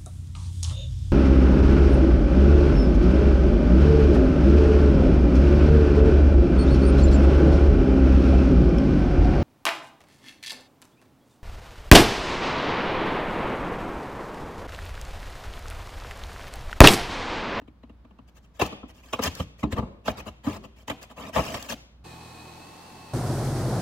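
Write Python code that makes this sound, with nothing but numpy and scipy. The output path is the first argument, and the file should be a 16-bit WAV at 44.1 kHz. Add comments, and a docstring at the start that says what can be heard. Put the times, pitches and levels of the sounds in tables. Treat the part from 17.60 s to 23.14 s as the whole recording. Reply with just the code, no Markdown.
"""A small room with a faint mains hum, a stereo microphone close to a hollow wall. Fingertips pat and rub a cut
piece of drywall. From 1 s it is rocked and pried by hand: it knocks on the rim of its hole, and its gypsum
edges scrape, crunch and shed crumbs. At 2.7 s it comes loose and sounds lighter, then slides free. At 4.4 s the
scene changes and the hum stops: a cordless drill runs, quiet, steady and dry: whining gears, a shuddering chuck
and rushing cooling air."""
import sys
import numpy as np
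from scipy import signal
from scipy.fft import rfft, irfft, next_fast_len
from scipy.io import wavfile
from scipy.ndimage import map_coordinates

SR = 44100
rng = np.random.default_rng(int(sys.argv[2]) if len(sys.argv) > 2 else 0)


def persist_wave(psi):
    """Save psi, clipped to +-1, as 16-bit WAV."""
    counts = np.round(np.clip(psi, -1, 1) * 32767).astype(np.int16)
    wavfile.write(sys.argv[1], SR, np.atleast_2d(counts).T)


N = 244114

MAINS_HUM = [(59.2, -55), (118.5, -77.5), (237, -76)]  # partials of the hum: f/Hz, level/dB
ROOM_AIR = [(20, -20.5), (65, -5), (110, -10.5), (220, -14.5), (400, -24.5), (1200, -29), (2200, -38.5),
            (4000, -42), (8000, -55.5), (15000, -56)]  # spectrum of the quiet room: f/Hz, level/dB
COHERENCE = [(150, 0.93), (550, 0.68), (5000, 0), (15000, 0)]  # diffuse sound at the microphone: f/Hz, left-right likeness/0..1
FINGER_TAPS = [(0.004, -41, 285), (0.077, -40, 316), (0.233, -38.5, 253), (0.295, -40, 295),
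               (0.448, -43.5, 288), (0.508, -46, 207), (0.588, -41, 239)]  # fingertips pat the piece: t/s, level/dB, ring f/Hz
FINGER_RUBS = [(0.672, 0.025, -65), (0.748, 0.037, -62), (0.822, .036, -69.5), (0.934, 0.052, -66.5),
               (1.277, 0.036, -59), (1.335, 0.083, -65.5), (1.418, 0.32, -63), (1.748, 0.087, -52),
               (1.977, 0.049, -59), (3.156, 0.078, -65), (3.408, 0.038, -51.5)]  # skin slides on the paper face: t/s, length/s, level/dB
# balance of a tap and of a rub: wall/dB, board/dB, edge/dB, powder/dB
TAP_BALANCE = (-6.5, -13.5, -24, -40)
RUB_BALANCE = (0, 1.5, 0.5, -1.5)
# the piece hits the rim: t/s, level/dB, relative thud/dB, relative crunch/dB, ring f/Hz
RIM_KNOCKS = [(0.997, -26, -9, -7, 585), (1.015, -18.5, -5, -7, 326), (1.125, -40, 1, -12, 450),
              (1.231, -45, 8, -39, 304), (1.532, -25.5, -8.5, -6.5, 1113), (1.591, -25.5, -2, -15, 457),
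              (1.798, -31, 7.5, -8, 182), (2.032, -28, 9.5, -13, 313), (2.123, -37, 12, -3, 110.4),
              (2.181, -31, 7, -29, 129), (2.225, -37.5, 9, -26, 207), (2.479, -21.5, -6, -11, 624),
              (2.868, -32.5, 14.5, -17.5, 310), (3.279, -37, 1, -2.5, 954), (3.299, -30.5, 0.5, -4.5, 287),
              (3.76, -27.5, -7, -10, 618), (3.941, -32.5, 1, -4, 139)]
EDGE_SCRAPES = [(1.016, 0.061, -43, -2.5), (1.614, 0.068, -31.5, -1.5), (2.107, 0.028, -39, -5.5),
                (2.158, 0.039, -30, -14.5), (2.448, 0.068, -39.5, -4.5), (2.565, 0.045, -43, -4),
                (2.652, 0.041, -39, -8), (2.834, 0.14, -42, -6), (3.026, 0.032, -45, -7),
                (3.489, 0.038, -49, -6.5), (3.561, 0.14, -43, -7), (3.725, 0.257, -40.5, -2.5),
                (3.749, .056, -23, -11.5), (3.974, 0.1, -49, -1), (4.081, 0.057, -38, 0.5)]  # the edge drags: t/s, length/s, level/dB, relative crunch/dB
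CRUMB_SNAPS = [(1.0632, -33), (1.6365, -18), (1.7515, -32), (3.218, -60), (3.4285, -36), (4.026, -30.5)]  # single gypsum crumbs break: t/s, level/dB
# resonances of the hollow wall, the cut board and its gypsum edge: f/Hz, width/Hz, level/dB
WALL_MODES = [(57.3, 22, -2), (83, 29, 3), (134, 40, -3.5), (193, 67, -2), (245, 67, 3), (298, 31, -0.5)]
BOARD_MODES = [(406, 77, -1), (513, 70, 0), (647, 77, 1.5), (860, 51, -3), (1010, 61, 0), (1166, 90, -2),
               (1298, 113, -4.5)]
EDGE_MODES = [(1697, 334, -1), (2310, 153, -1), (2424, 144, 0.5), (2730, 225, 0), (3100, 218, -2),
              (3860, 260, -5)]
POWDER_HISS = [(1500, -39), (3500, 0), (4500, 0.5), (5600, 0.5), (7400, -1), (9000, -10), (12000, -7),
               (15500, -10)]  # spectrum of gypsum powder: f/Hz, level/dB
LOOSE_COLOUR = [(70, -6.5), (130, -2), (270, -0.5), (390, -4), (600, 1.05), (1500, -0.5)]  # the freed piece drives the deepest modes less: f/Hz, gain/dB
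ROOM_DECAY = [(80, 0.52), (400, 0.63), (1300, 0.59), (4000, 0.58), (12000, 0.3)]  # reverberation time: f/Hz, t60/s
ROOM_COLOUR = [(30, -10), (90, 4), (250, -0.5), (450, -2), (1300, -2), (2500, -1.5), (8000, -1.5)]  # colour of the room's ring: f/Hz, gain/dB
SIDE_COLOUR = [(80, -21.5), (700, -7), (2400, 0), (9000, 0)]  # side signal at the microphone: f/Hz, gain/dB
WHINE_PITCH = [(4.44, 2560), (4.5, 2504), (4.6, 2545), (4.72, 2522), (4.92, 2531), (5.1, 2630),
               (5.25, 2683), (5.4, 2628), (5.54, 2618)]  # tooth rate of the drill's gears: t/s, f/Hz
DRILL_LEVELS = [(4.47, -48, -48, -55.5), (4.9, -51.5, -48.5, -55), (5.15, -58, -49, -59),
                (5.535, -51, -49, -58)]  # the drill's three layers: t/s, shudder/dB, rush/dB, whine/dB
GEAR_ORDERS = [(5, -7.5), (7, 1.5), (11, -4.5), (12, -3), (23, -10.5)]  # partials of the whine: motor order, level/dB
CHUCK_ORDERS = [(2, 6.5), (3, 6.5), (4, 5.5), (5, -0.5), (6, -2.5)]  # partials of the shudder: chuck order, level/dB
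VENT_AIR = [(40, -12), (80, -11), (330, -3.5), (600, -9.5), (900, -10), (1500, -15.5), (2800, -17.5),
            (4400, -18.5), (8500, -24), (15800, -32.5)]  # spectrum of the cooling air: f/Hz, level/dB
CASE_MODES = [(740, 52, 3.5), (873, 58, 5), (1085, 40, 4.5), (4120, 810, -15), (8260, 980, -23)]  # resonances of the drill's case: f/Hz, width/Hz, level/dB

LOOSE_S, DRILL_ON_S = 2.7, 4.438
LEAD_S = 0.015  # a contact creeps in this long before it takes hold
ATTACK_S, RELEASE_S, SWELL_DB = 0.016, 0.017, -1  # pressure of a stroke: onset, release, change along it
CAVITY_DB, CAVITY_T60_S = -6, 0.16
POWDER_PER_CRUNCH = 1.56  # dB per dB: the hiss of powder grows faster than the crunch
KNOCK_POWDER_DB, SCRAPE_POWDER_DB, SCRAPE_THUD_DB = -5, -1.5, 0.5  # relative to the contact's level
BAND_LIMIT_HZ = 15950


def amp(db):
    """Decibels to gain."""
    return 10 ** (np.asarray(db) / 20)


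def unit(x):
    """x scaled to rms 1."""
    return x / np.sqrt(np.mean(x ** 2) + 1e-20)


def along(points, hz):
    """(f/Hz, value) points interpolated on a log frequency axis."""
    freqs, values = np.transpose(points)
    return np.interp(np.log(hz + 1), np.log(freqs + 1), values)


def curves(rows):
    """One value per sample for each column after the time."""
    times, *columns = np.transpose(rows)
    return [np.interp(np.arange(N) / SR, times, column) for column in columns]


def wobble(rate, size=N):
    """A smooth random curve, rate knots a second."""
    knots = rng.standard_normal(int(size * rate / SR) + 4)
    return map_coordinates(knots, [np.arange(size) * rate / SR])


def add(track, start, sound):
    """Mix a sound in at start seconds."""
    part = track[max(round(start * SR), 0):][:len(sound)]
    part += sound[:len(part)]


def filtered(x, response):
    """x through a complex frequency response."""
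    size = x.shape[-1]
    padded = next_fast_len(size + SR // 10)
    hz = np.fft.rfftfreq(padded, 1 / SR)
    return irfft(rfft(x, padded) * response(hz), padded)[..., :size]


def colour(x, spectrum):
    """x shaped by a smooth (f/Hz, gain/dB) curve."""
    return filtered(x, lambda hz: amp(along(spectrum, hz)))


def resonate(x, modes):
    """x through a bank of resonances with steep skirts and alternating signs."""
    def peak(hz, centre, width):
        return 1j * hz * width / (centre ** 2 - hz ** 2 + 1j * hz * width)
    return filtered(x, lambda hz: sum(
        (-1) ** k * amp(db) * peak(hz, centre, width) * peak(hz, centre, centre)
        for k, (centre, width, db) in enumerate(modes)))


def diffuse_noise():
    """White noise from all around the microphone: left and right alike in the bass only."""
    def mid_side_gains(hz):
        angle = np.arccos(np.clip(along(COHERENCE, hz), -1, 1)) / 2
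        return np.array([np.cos(angle), np.sin(angle)])
    mid, side = filtered(rng.standard_normal((2, N)), mid_side_gains)
    return np.array([mid + side, mid - side])


def room_tone():
    """Mains hum in the centre, over faint air noise."""
    t = np.arange(N) / SR
    hum = sum(amp(db + .8 * wobble(4)) * np.sqrt(2) * np.sin(2 * np.pi * hz * t) for hz, db in MAINS_HUM)
    return hum + amp(-58) * unit(colour(diffuse_noise(), ROOM_AIR))


def grit(t, rate, spread_db):
    """Random tiny fractures, rate a second, of uneven size."""
    breaks = rng.random(len(t)) < rate / SR
    return unit(breaks * rng.standard_normal(len(t)) * amp(spread_db * rng.standard_normal(len(t))))


def blow(ring_hz, chatter_t60, chatter=0.29, ring=0.094, ring_t60=0.043, rise_s=0.016):
    """The edge starts to crumble, gives with one push and chatters on; the wedged piece rings."""
    t = np.arange(-round(LEAD_S * SR), SR // 4) / SR
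    after = np.maximum(t, 0)
    envelope = amp(-60 * np.maximum(t / chatter_t60, -t / rise_s))
    crumbling = chatter * grit(t, rate=7000, spread_db=1.0) * envelope
    push = t == 0
    ringing = ring * np.sin(2 * np.pi * ring_hz * after) * amp(-60 * after / ring_t60)
    return crumbling + push + ringing


def scatter(x, size=1024, t60=0.017):
    """x through short, dense reflections that change from moment to moment."""
    out = np.zeros(len(x))
    window = signal.get_window("hann", size) ** .5
    for i in range(0, len(x) - size, size // 2):
        ring = rng.standard_normal(size) * amp(-60 * np.arange(size) / SR / t60)
        add(out, i / SR, signal.fftconvolve(x[i:i + size] * window, ring / np.linalg.norm(ring)))
    return out


def cavity(force):
    """A push on the wall and its boom in the hollow behind."""
    t = np.arange(len(force)) / SR
    boom = rng.standard_normal(len(t)) * amp(-60 * t / CAVITY_T60_S)
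    return force + amp(CAVITY_DB) * signal.fftconvolve(force, boom / np.linalg.norm(boom))[:len(t)]


def drywall(force, levels_db, seconds):
    """A force drives wall, board, edge and powder, each with the energy of its level held for seconds."""
    contact = force + 2.0 * scatter(force)  # the high modes change as the contact point moves
    wall = resonate(cavity(force), WALL_MODES)
    board = resonate(force, BOARD_MODES)
    edge = resonate(contact, EDGE_MODES)
    powder = colour(contact, POWDER_HISS)
    parts = zip(levels_db, (wall, board, edge, powder))
    return sum(amp(db) * part / np.linalg.norm(part) for db, part in parts) * np.sqrt(seconds * SR)


def taps():
    """Soft fingertips give dull, light pats."""
    out = np.zeros(N)
    for start, db, ring_hz in FINGER_TAPS:
        force = blow(ring_hz, chatter_t60=0.058, ring=0.26)
        add(out, start - LEAD_S, drywall(force, db + np.array(TAP_BALANCE), seconds=0.014))
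    return out


def stroke(length, levels_db, slip_db):
    """Pressure comes on, sags and lets go; the contact sticks and slips, shearing off grains in clumps."""
    t = np.arange(-round(LEAD_S * SR), int((length + RELEASE_S + .2) * SR)) / SR
    attack = .5 + .5 * np.tanh(2 * t / ATTACK_S - 1)
    release = np.clip((length - t) / RELEASE_S + .5, 0, 1)
    pressure = attack * release * amp(SWELL_DB * (t / length - .5))
    slips = amp(slip_db * wobble(190, size=len(t)))
    grains = grit(t, rate=7000, spread_db=3) + 0.82 * rng.standard_normal(len(t))
    return drywall(pressure * slips * grains, levels_db, seconds=np.sum(pressure ** 2) / SR)


def rubs():
    """The fingers shift their grip on the paper face: a thin, light hiss."""
    out = np.zeros(N)
    for start, length, db in FINGER_RUBS:
        add(out, start - LEAD_S, stroke(length, db + np.array(RUB_BALANCE), slip_db=0.9))
    return out


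def knocks():
    """The piece tips and strikes the rim of the hole."""
    out = np.zeros(N)
    for start, db, thud_db, crunch_db, ring_hz in RIM_KNOCKS:
        balance_db = np.array([thud_db, 0, crunch_db, KNOCK_POWDER_DB + POWDER_PER_CRUNCH * crunch_db])
        force = blow(ring_hz, chatter_t60=0.064)
        add(out, start - LEAD_S, drywall(force, db + balance_db, seconds=0.013))
    return out


def scrapes():
    """The gypsum edge grinds along the cut, shaking board and wall."""
    out = np.zeros(N)
    for start, length, db, crunch_db in EDGE_SCRAPES:
        powder_db = SCRAPE_POWDER_DB + POWDER_PER_CRUNCH * crunch_db
        balance_db = np.array([SCRAPE_THUD_DB, 0, crunch_db, powder_db])
        add(out, start - LEAD_S, stroke(length, db + balance_db, slip_db=1.0))
    return out


def crumbs():
    """Breaking crumbs tick brightly, too light to move the wall."""
    out = np.zeros(N)
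    t = np.arange(SR // 20) / SR
    for start, db in CRUMB_SNAPS:
        hiss = unit(colour(rng.standard_normal(len(t)), POWDER_HISS))
        add(out, start, amp(db - 4) * hiss * amp(-60 * t / 0.018))
    return out


def prying():
    """All contacts of the piece: deep while it is wedged in the wall, lighter once it is loose."""
    wedged = knocks() + taps() + crumbs() + scrapes() + rubs()
    loose = np.clip((np.arange(N) / SR - LOOSE_S) / 0.05, 0, 1)
    return (1 - loose) * wedged + loose * colour(wedged, LOOSE_COLOUR)


def blurred(x, split_hz=1400):
    """The room hears the board from all sides, so its resonances blur, the high ones most."""
    low = filtered(x, lambda hz: 1 / (1 + (hz / split_hz) ** 8))
    return low * unit(wobble(250)) + (x - low) * unit(wobble(1800))


def reverb(x, delay_s):
    """x through the room's diffuse tail, of energy 1, whose bands die at their own speeds."""
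    hz, t, bands = signal.stft(rng.standard_normal(SR * 3 // 4), SR, nperseg=256)
    decay = amp(-60 * t / along(ROOM_DECAY, hz)[:, None])
    _, tail = signal.istft(bands * decay, SR, nperseg=256)
    response = np.pad(tail / np.linalg.norm(tail), (int(delay_s * SR), 0))
    return signal.fftconvolve(x, response)[:N]


def room(x, wet_db=-14):
    """Close, direct sound; the near wall and moving hand spread the treble sideways; the room rings on."""
    ringing = amp(wet_db) * colour(blurred(x), ROOM_COLOUR)
    mid = x + reverb(ringing, delay_s=0.012)
    side = colour(scatter(x) + reverb(ringing, delay_s=0.075), SIDE_COLOUR)
    return np.array([mid + side, mid - side]) * amp([[.6], [-.6]])  # slightly left of centre


def shaft(turns, orders, flutter_db, blur=0.0039):
    """Fluttering partials of a turning shaft, in stereo; the high ones blur most."""
    out = np.zeros((2, N))
    for order, db in orders:
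        flutter = flutter_db * np.array([wobble(30), wobble(30)])
        phase = 2 * np.pi * order * turns + 2 * wobble(5) + blur * order ** 2 * wobble(200)
        out += amp(db + flutter) * np.sin(phase)
    return unit(out)


def drill(case_db=-3):
    """The motor whines through its gears, the chuck shudders, and cooling air rushes through the case."""
    whine_hz, = curves(WHINE_PITCH)
    shudder_db, rush_db, whine_db = curves(DRILL_LEVELS)
    teeth_passed = np.cumsum(whine_hz * (1 + .006 * wobble(220))) / SR
    motor_turns, chuck_turns = teeth_passed / 7, teeth_passed / 61.7
    roughness = unit(1 + .5 * wobble(260))
    whine = amp(whine_db) * roughness * shaft(motor_turns, GEAR_ORDERS, flutter_db=1.5)
    shudder = amp(shudder_db) * shaft(chuck_turns, CHUCK_ORDERS, flutter_db=1.0)
    vents = unit(colour(diffuse_noise(), VENT_AIR))
    case = amp(case_db) * unit(resonate(diffuse_noise(), CASE_MODES))
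    pulsing = 1 + 0.058 * np.sin(2 * np.pi * chuck_turns)
    return whine + shudder + amp(rush_db) * (vents + case) * pulsing


def scene():
    """At the microphone: drywall over room tone; then the scene changes, the room tone stops and a drill runs."""
    drilling = np.clip((np.arange(N) / SR - DRILL_ON_S) / 0.011, 0, 1)
    return room(prying()) + (1 - drilling) * room_tone() + drilling * drill()


def record(dry):
    """The camera keeps nothing above its band limit."""
    return filtered(dry, lambda hz: np.clip((BAND_LIMIT_HZ - hz) / 250 + .5, 0, 1))


dry = scene()
out = record(dry)
persist_wave(out)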